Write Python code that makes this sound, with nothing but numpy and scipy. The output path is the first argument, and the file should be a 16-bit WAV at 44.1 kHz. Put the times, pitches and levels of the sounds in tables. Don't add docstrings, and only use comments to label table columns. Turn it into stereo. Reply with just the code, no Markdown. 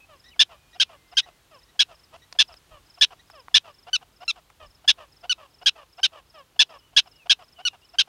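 import sys
import numpy as np
from scipy import signal
from scipy.fft import rfft, irfft
from scipy.io import wavfile
from scipy.ndimage import uniform_filter1d, minimum_filter1d

SR = 44100
rng = np.random.default_rng(int(sys.argv[2]) if len(sys.argv) > 2 else 0)


def file_out(sig):
    cols = np.atleast_2d(sig).T
    lim = np.clip(cols, -1, 1)
    pcm = np.round(lim * 32767).astype(np.int16)
    wavfile.write(sys.argv[1], SR, pcm)


N = 356328


def prairie_dog(break_hz=1516, break_width_hz=122, full_db=-12, lead_gap_s=.018, after_gap_s=.052):
    # t/s, level/dB, top pitch/Hz, wheeze before/dB, wheeze after/dB, length of the latter/s
    barks = [(.3925, -12.7, 1800, -57, -52, .09), (.798, -16.2, 1630, -50.5, -52.5, .098),
             (1.1683, -16.4, 1631, -49.5, -52.5, .058), (1.7913, -14.8, 1708, -61, -52.5, .079),
             (2.3869, -13.5, 1775, -52, -53, .072), (3.01, -13, 1774, -52, -48.5, .046),
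             (3.5415, -11.8, 1799, -60, -49.5, .093), (3.9303, -19.8, 1525, -45.5, -52.5, .036),
             (4.2786, -22.4, 1373, -45.5, -53.5, .056), (4.8768, -12.8, 1766, -51, -48.7, .099),
             (5.2948, -20.1, 1506, -44.5, -52, .115), (5.6586, -15.1, 1672, -46.5, -50.5, .11),
             (6.0301, -16.6, 1595, -43.5, -50, .11), (6.591, -12.3, 1778, -55.5, -49.5, .11),
             (6.9635, -12.7, 1715, -60, -53.5, .036), (7.2952, -13.6, 1683, -46.5, -51.5, .064),
             (7.6506, -20.9, 1483, -46.5, -53, .044), (7.9838, -15.6, 1629, -48.5, -55, .05)]
    # t/s, length/s, level/dB, glide/octaves
    pause_wheezes = [(.083, .098, -54.5, -.44), (1.505, .096, -54.5, -.63), (2.116, .054, -48.7, .2),
                     (2.705, .1, -53, -.3), (3.324, .11, -52.5, -.68), (4.594, .085, -49.5, -.21),
                     (6.335, .11, -50, -.45)]
    out = np.zeros(N)
    for s, db, hz, lead_db, after_db, after_s in barks:
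        over_hz, soft_db = max(hz - break_hz, 0), max(full_db - db, 0)
        length = .037 + .000023 * over_hz
        rough = max(.07, .99 * (1 - np.exp(-over_hz / break_width_hz)))
        add(out, s, bark(length, db, hz, rough))
        push_at = s - .0013 * soft_db
        lead_s = .017 + .0032 * soft_db
        add(out, push_at - lead_gap_s - lead_s, wheeze(lead_s, lead_db, hz=710, glide=.28, airy=.53))
        after = wheeze(after_s, after_db, hz=790 - 1800 * after_s, glide=-.45, airy=.76)
        add(out, push_at + length + after_gap_s, after)
    for s, length, db, glide in pause_wheezes:
        add(out, s, wheeze(length, db, hz=625 + 100 * glide, glide=glide, airy=.65 + .6 * glide))
    return out


def bark(length, db, top_hz, rough, alternation=.81, lurch=.13, jitter=.042,
         throb_db=4, throb_hz=125, rasp=.2, dulling=.09):
    # share of its length, soft pitch/ratio, hard pitch/ratio, soft push/dB, hard push/dB
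    arch = [(0, .97, .88, -3, -7), (.1, .99, .95, -.5, -1), (.24, 1, 1, 0, 1.5), (.45, .99, .97, 0, 0),
            (.65, .965, .94, -1, -1), (.85, .885, .84, -1.5, -6), (1, .75, .73, -4, -13)]
    # f/Hz, gain/dB
    throat = [(300, -29), (550, -28), (850, -18.5), (1250, -18.5), (1750, -11), (2080, -13.5), (2650, 0),
              (3200, 1), (3750, 4), (4500, -9), (5300, -5.5), (6100, -10.5), (6850, -19), (7300, -36.5),
              (7800, -30), (8700, -23.5), (10500, -37), (15500, -51)]
    t, u = span(length)
    share, soft_pitch, hard_pitch, soft_db, hard_db = np.transpose(arch)
    effort = min(1, 2 * rough)
    hz = top_hz * np.interp(u, share, soft_pitch + effort * (hard_pitch - soft_pitch))
    push_db = np.interp(u, share, soft_db + effort * (hard_db - soft_db))
    since_break = u - (.42 - .22 * rough)
    broken = np.sqrt(rough * effort) * np.clip(since_break / .028, .1, 1)
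    kicks, slips = rng.standard_normal((2, 128))
    pattern = .86 * np.exp(2j * np.pi / rng.uniform(2.1, 3))
    swing = np.tanh(1.5 * evened(signal.lfilter([1], [1, -pattern], kicks).real))
    cycle = np.arange(len(swing))
    turns = np.cumsum(hz) / SR
    turns += broken * np.interp(turns, cycle, lurch * swing + jitter * slips)
    strength = np.maximum(1 + alternation * broken * np.interp(turns, cycle, swing), .05)
    folds = .5 + sum(gain_of(dulling * push_db * max(k - 2, 0)) * np.cos(2 * np.pi * k * turns)
                     for k in np.arange(1, 12))
    folds -= .25 * broken * np.cos(2 * np.pi * turns)
    leak = .012 + .055 * effort
    breath = (leak + rasp * broken) * rng.standard_normal(len(t)) * (1 + np.cos(2 * np.pi * turns))
    throb = -np.sin(2 * np.pi * since_break * length * throb_hz * rng.uniform(.7, 1.35))
    surge_db = throb_db * broken * rough ** 2 * throb
    drive = (evened(folds) * strength + breath) * gain_of(push_db + surge_db)
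    voice = colour(drive * fade(t, .0015 + .0008 * effort, .003), throat)
    return gain_of(db) * voice / np.sqrt(np.mean(voice[:len(t)] ** 2))


def wheeze(length, db, hz, glide, airy):
    # f/Hz, gain/dB
    nose = [(250, -21.5), (500, -2.5), (750, 1), (1150, 2), (1450, -10.5), (1750, -8.5), (2100, -17),
            (2850, -6), (4000, -23), (5000, -19.5), (8000, -33.5), (14000, -45.5)]
    t, u = span(length)
    waver = .035 * airy * wander(len(t), size=50)
    turns = np.cumsum(hz * 2 ** (glide * (u - .5)) * (1 + waver)) / SR
    reed = sum(np.cos(2 * np.pi * k * turns) for k in np.arange(1, 8))
    puff = colour(2.2 * airy * rng.standard_normal(len(t)), [(900, 0), (3500, 4)])[:len(t)]
    flutter = gain_of(3 * airy * wander(len(t), size=200))
    rise, fall = (.5, .15) if glide > 0 else (.15, .45)
    shape = fade(t, rise * length, fall * length)
    return gain_of(db) * evened(colour(evened(reed) + puff, nose)[:len(t)] * flutter * shape)


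def tick(db, hz, ring_db, t60, width_hz=800):
    t, _ = span(.028)
    spectrum = [(200, -11.5), (900, 7.5), (5000, -9.5), (11000, -15.5), (15000, -25.5)]  # f/Hz, gain/dB
    snap = colour(rng.standard_normal(len(t)), spectrum)[:len(t)]
    pole = np.exp((-np.pi * width_hz + 2j * np.pi * hz) / SR)
    ring = signal.lfilter([1], [1, -pole], snap).real
    click = evened(evened(snap) + gain_of(ring_db) * evened(ring))
    return gain_of(db - 60 * t / t60) * click * fade(t, .0005, .005)


def bump(db, length=.15):
    t, _ = span(length)
    spectrum = [(25, -22), (55, 12), (85, 8), (160, -53), (600, -71), (3000, -90)]  # f/Hz, gain/dB
    noise = colour(rng.standard_normal(len(t)), spectrum)[:len(t)]
    return gain_of(db) * evened(noise * fade(t, .028, .13))


def distant_calls():
    trills = [.203, .753, 1.121, 1.550, 1.955, 2.486, 2.905, 3.315, 3.748, 4.169, 4.667, 5.128, 5.548,
              5.934, 6.305, 6.706, 7.077, 7.444, 7.853]
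    # t/s, level/dB
    trill_level = [(0, -54), (2, -54), (2.5, -48.5), (3.3, -51), (4.2, -55), (8, -52.7)]
    # t/s, length/s, level/dB
    yips = [(.236, .085, -56.5), (.727, .03, -53), (1.224, .038, -53), (1.613, .028, -63),
            (1.681, .032, -60.5), (2.216, .04, -58.5), (3.189, .028, -55.5)]
    # t/s, length/s, start f/Hz, end f/Hz, level/dB
    whistles = [(0, .063, 2540, 2590, -50.5), (.31, .05, 3100, 1960, -53.5), (.542, .52, 2465, 2380, -68),
                (.953, .51, 2080, 2040, -66.5), (6.786, .14, 2960, 2820, -64.5),
                (7.122, .1, 2900, 2780, -59), (7.19, .063, 2800, 2300, -57.5),
                (7.557, .24, 2980, 2750, -57), (7.815, .06, 2740, 3080, -60)]
    out = np.zeros(N)
    for s in trills:
        early_s, notes = trill(np.interp(s, *np.transpose(trill_level)))
        add(out, s - early_s, notes)
    for s, length, db in yips:
        add(out, s, far_call(length, start_hz=1815, end_hz=1895, db=db, overtones_db=1))
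    for s, *whistle in whistles:
        add(out, s, far_call(*whistle, overtones_db=-30))
    return out


def trill(db, step_s=.0435, lead_s=.036, lead_db=-10, high_hz=5650, low_hz=4700, note_s=.023):
    t, u = span(note_s)
    shape = fade(t, .011, .01)
    out = np.zeros(SR // 4)
    for at, note_db, pitch in [(0, lead_db, .975)] + [(lead_s + k * step_s, 0, 1) for k in range(3)]:
        hz = (high_hz + (low_hz - high_hz) * u) * pitch * (1 + .004 * rng.standard_normal())
        gain = gain_of(db + note_db + rng.standard_normal())
        add(out, at, gain * np.sin(2 * np.pi * np.cumsum(hz) / SR) * shape)
    return lead_s + note_s / 2, out


def far_call(length, start_hz, end_hz, db, overtones_db):
    t, u = span(length)
    overtones = gain_of(overtones_db)
    arch = .04 * overtones * np.sin(np.pi * u)
    waver = (.01 + .025 * overtones) * wander(len(t), size=25)
    waver += .017 * (start_hz / 2800) ** 6 * wander(len(t), size=400)
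    hz = (start_hz + (end_hz - start_hz) * u) * (1 + arch + waver)
    angle = 2 * np.pi * np.cumsum(hz) / SR
    tone = np.sin(angle) + overtones * (np.sin(2 * angle) + .3 * np.sin(3 * angle))
    return gain_of(db + 2 * wander(len(t), size=400)) * tone * fade(t, .008, .36 * length)


def pen(x, spread=.45):
    # f/Hz, t60/s
    decay = [(200, .1), (1500, .07), (3500, .06), (7000, .055), (14000, .045)]
    t, _ = span(.083)
    taps = rng.standard_normal((3, len(t))) * (rng.random((3, len(t))) < .15) * (t > .003)
    hz, at, spectra = signal.stft(taps[0] + spread * taps[1:], SR, nperseg=128)
    tail = signal.istft(spectra * gain_of(-60 * at / read(decay, hz)[:, None]), SR, nperseg=128)[1]
    return signal.fftconvolve(x[None], tail / np.linalg.norm(tail[0]), axes=1)[:, :N]


def open_air(db=-61, low_cut_hz=38):
    # f/Hz, relative density/dB
    spectrum = [(20, -8), (32, -2.5), (65, 3), (110, -7), (200, -13), (330, -9.5), (560, -13.5),
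                (1040, -13), (2100, -17.5), (3100, -15.5), (5000, -19.5), (8500, -22.5), (12000, -25),
                (15500, -28)]
    # t/s, rumble/dB, hiss/dB
    swell = [(0, 3, 0), (1.5, 0, .5), (2.8, 2.5, 1.3), (4.2, -.5, -1.5), (5, 1.5, -.5), (5.7, -1, -1.8),
             (8.08, -2, -.7)]
    # f/Hz, correlation
    likeness = [(30, 0.95), (3000, 1), (8000, 0.43), (15000, 0.61)]
    frames, hz = N // 256 + 5, np.fft.rfftfreq(1024, 1 / SR)
    s, *levels = np.transpose(swell)
    rumble_db, hiss_db = (np.interp(np.arange(frames) * 256 / SR, s, level) for level in levels)
    low = read([(120, 1), (350, .14)], hz)[:, None]
    high = read([(500, 0), (2500, .85), (8500, .76), (13000, .22)], hz)[:, None]
    a, b, c, d = rng.standard_normal((frames, len(hz), 4)).T
    same = read(likeness, hz)[:, None]
    left = a + 1j * b
    right = same * left + np.sqrt(1 - same ** 2) * (c + 1j * d)
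    gain = gain_of(read(spectrum, hz)[:, None] + low * rumble_db + high * hiss_db)
    air = signal.istft(np.array([left, right]) * gain, nperseg=1024, noverlap=768)[1][:, :N]
    air = signal.sosfilt(signal.butter(4, low_cut_hz, "high", fs=SR, output="sos"), air)
    return gain_of(db) * evened(air)


def mains_hum():
    # f/Hz, level/dB
    tones = [(50.2, -72.5), (150.3, -74)]
    t = np.arange(N) / SR
    return sum(gain_of(db) * np.sin(2 * np.pi * (hz * t + rng.random())) for hz, db in tones)


def microphone_ports(x, lag_s=7e-6):
    hz = np.fft.rfftfreq(N, 1 / SR)
    return irfft(rfft(x) * np.exp(1j * np.pi * hz * lag_s * np.array([[1], [-1]])), N)


def gain_of(db):
    return 10 ** (np.asarray(db) / 20)


def evened(x):
    return x / np.sqrt(np.mean(x ** 2) + 1e-20)


def read(points, hz):
    f, value = np.transpose(points)
    return np.interp(np.log(hz + 1), np.log(f + 1), value)


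def add(mix, s, sound):
    part = mix[max(round(s * SR), 0):][:len(sound)]
    part += sound[:len(part)]


def span(length):
    t = np.arange(int(length * SR)) / SR
    return t, t / length


def fade(t, rise, fall):
    return np.sin(np.pi / 2 * np.clip(np.minimum(t / rise, (t[-1] - t) / fall), 0, 1)) ** 2


def wander(count, size):
    return evened(uniform_filter1d(uniform_filter1d(rng.standard_normal(count), size), size))


def colour(x, spectrum, size=2048):
    log_gain = np.log(gain_of(read(spectrum, abs(np.fft.fftfreq(size, 1 / SR)))))
    ring = np.fft.ifft(np.exp(signal.hilbert(log_gain).conj())).real
    return signal.fftconvolve(x, ring[:size // 2])


def scene(near_wet_db=-25, bird_wet_db=-15):
    # t/s, level/dB, ring f/Hz, ring over snap/dB, t60/s
    ticks = [(2.326, -30.5, 4900, 14.5, 0.014), (2.54, -41, 3800, -3, .025), (3.3, -43, 4570, -30, 0.03),
             (3.483, -32, 1077, 18.5, 0.011), (4.501, -42.5, 1404, 0, 0.023)]
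    # t/s, level/dB
    bumps = [(2.47, -62.5), (2.70, -60), (4.60, -59)]
    near, birds = prairie_dog(), distant_calls()
    for s, *row in ticks:
        add(near, s, tick(*row))
    for s, db in bumps:
        add(near, s, bump(db))
    scatter = pen(gain_of(near_wet_db) * near + gain_of(bird_wet_db) * birds)
    return microphone_ports(near) + birds + scatter + open_air() + mains_hum()


def record(dry, ceiling=.96, edge_hz=15900):
    gain = np.minimum(1, ceiling / (abs(dry).max(0) + 1e-9))
    held = dry * uniform_filter1d(minimum_filter1d(gain, size=129), size=129)
    low_pass = signal.firwin(511, edge_hz, window=("kaiser", 9), fs=SR)
    return signal.oaconvolve(held, low_pass[None], "same")


dry = scene()
out = record(dry)
file_out(out)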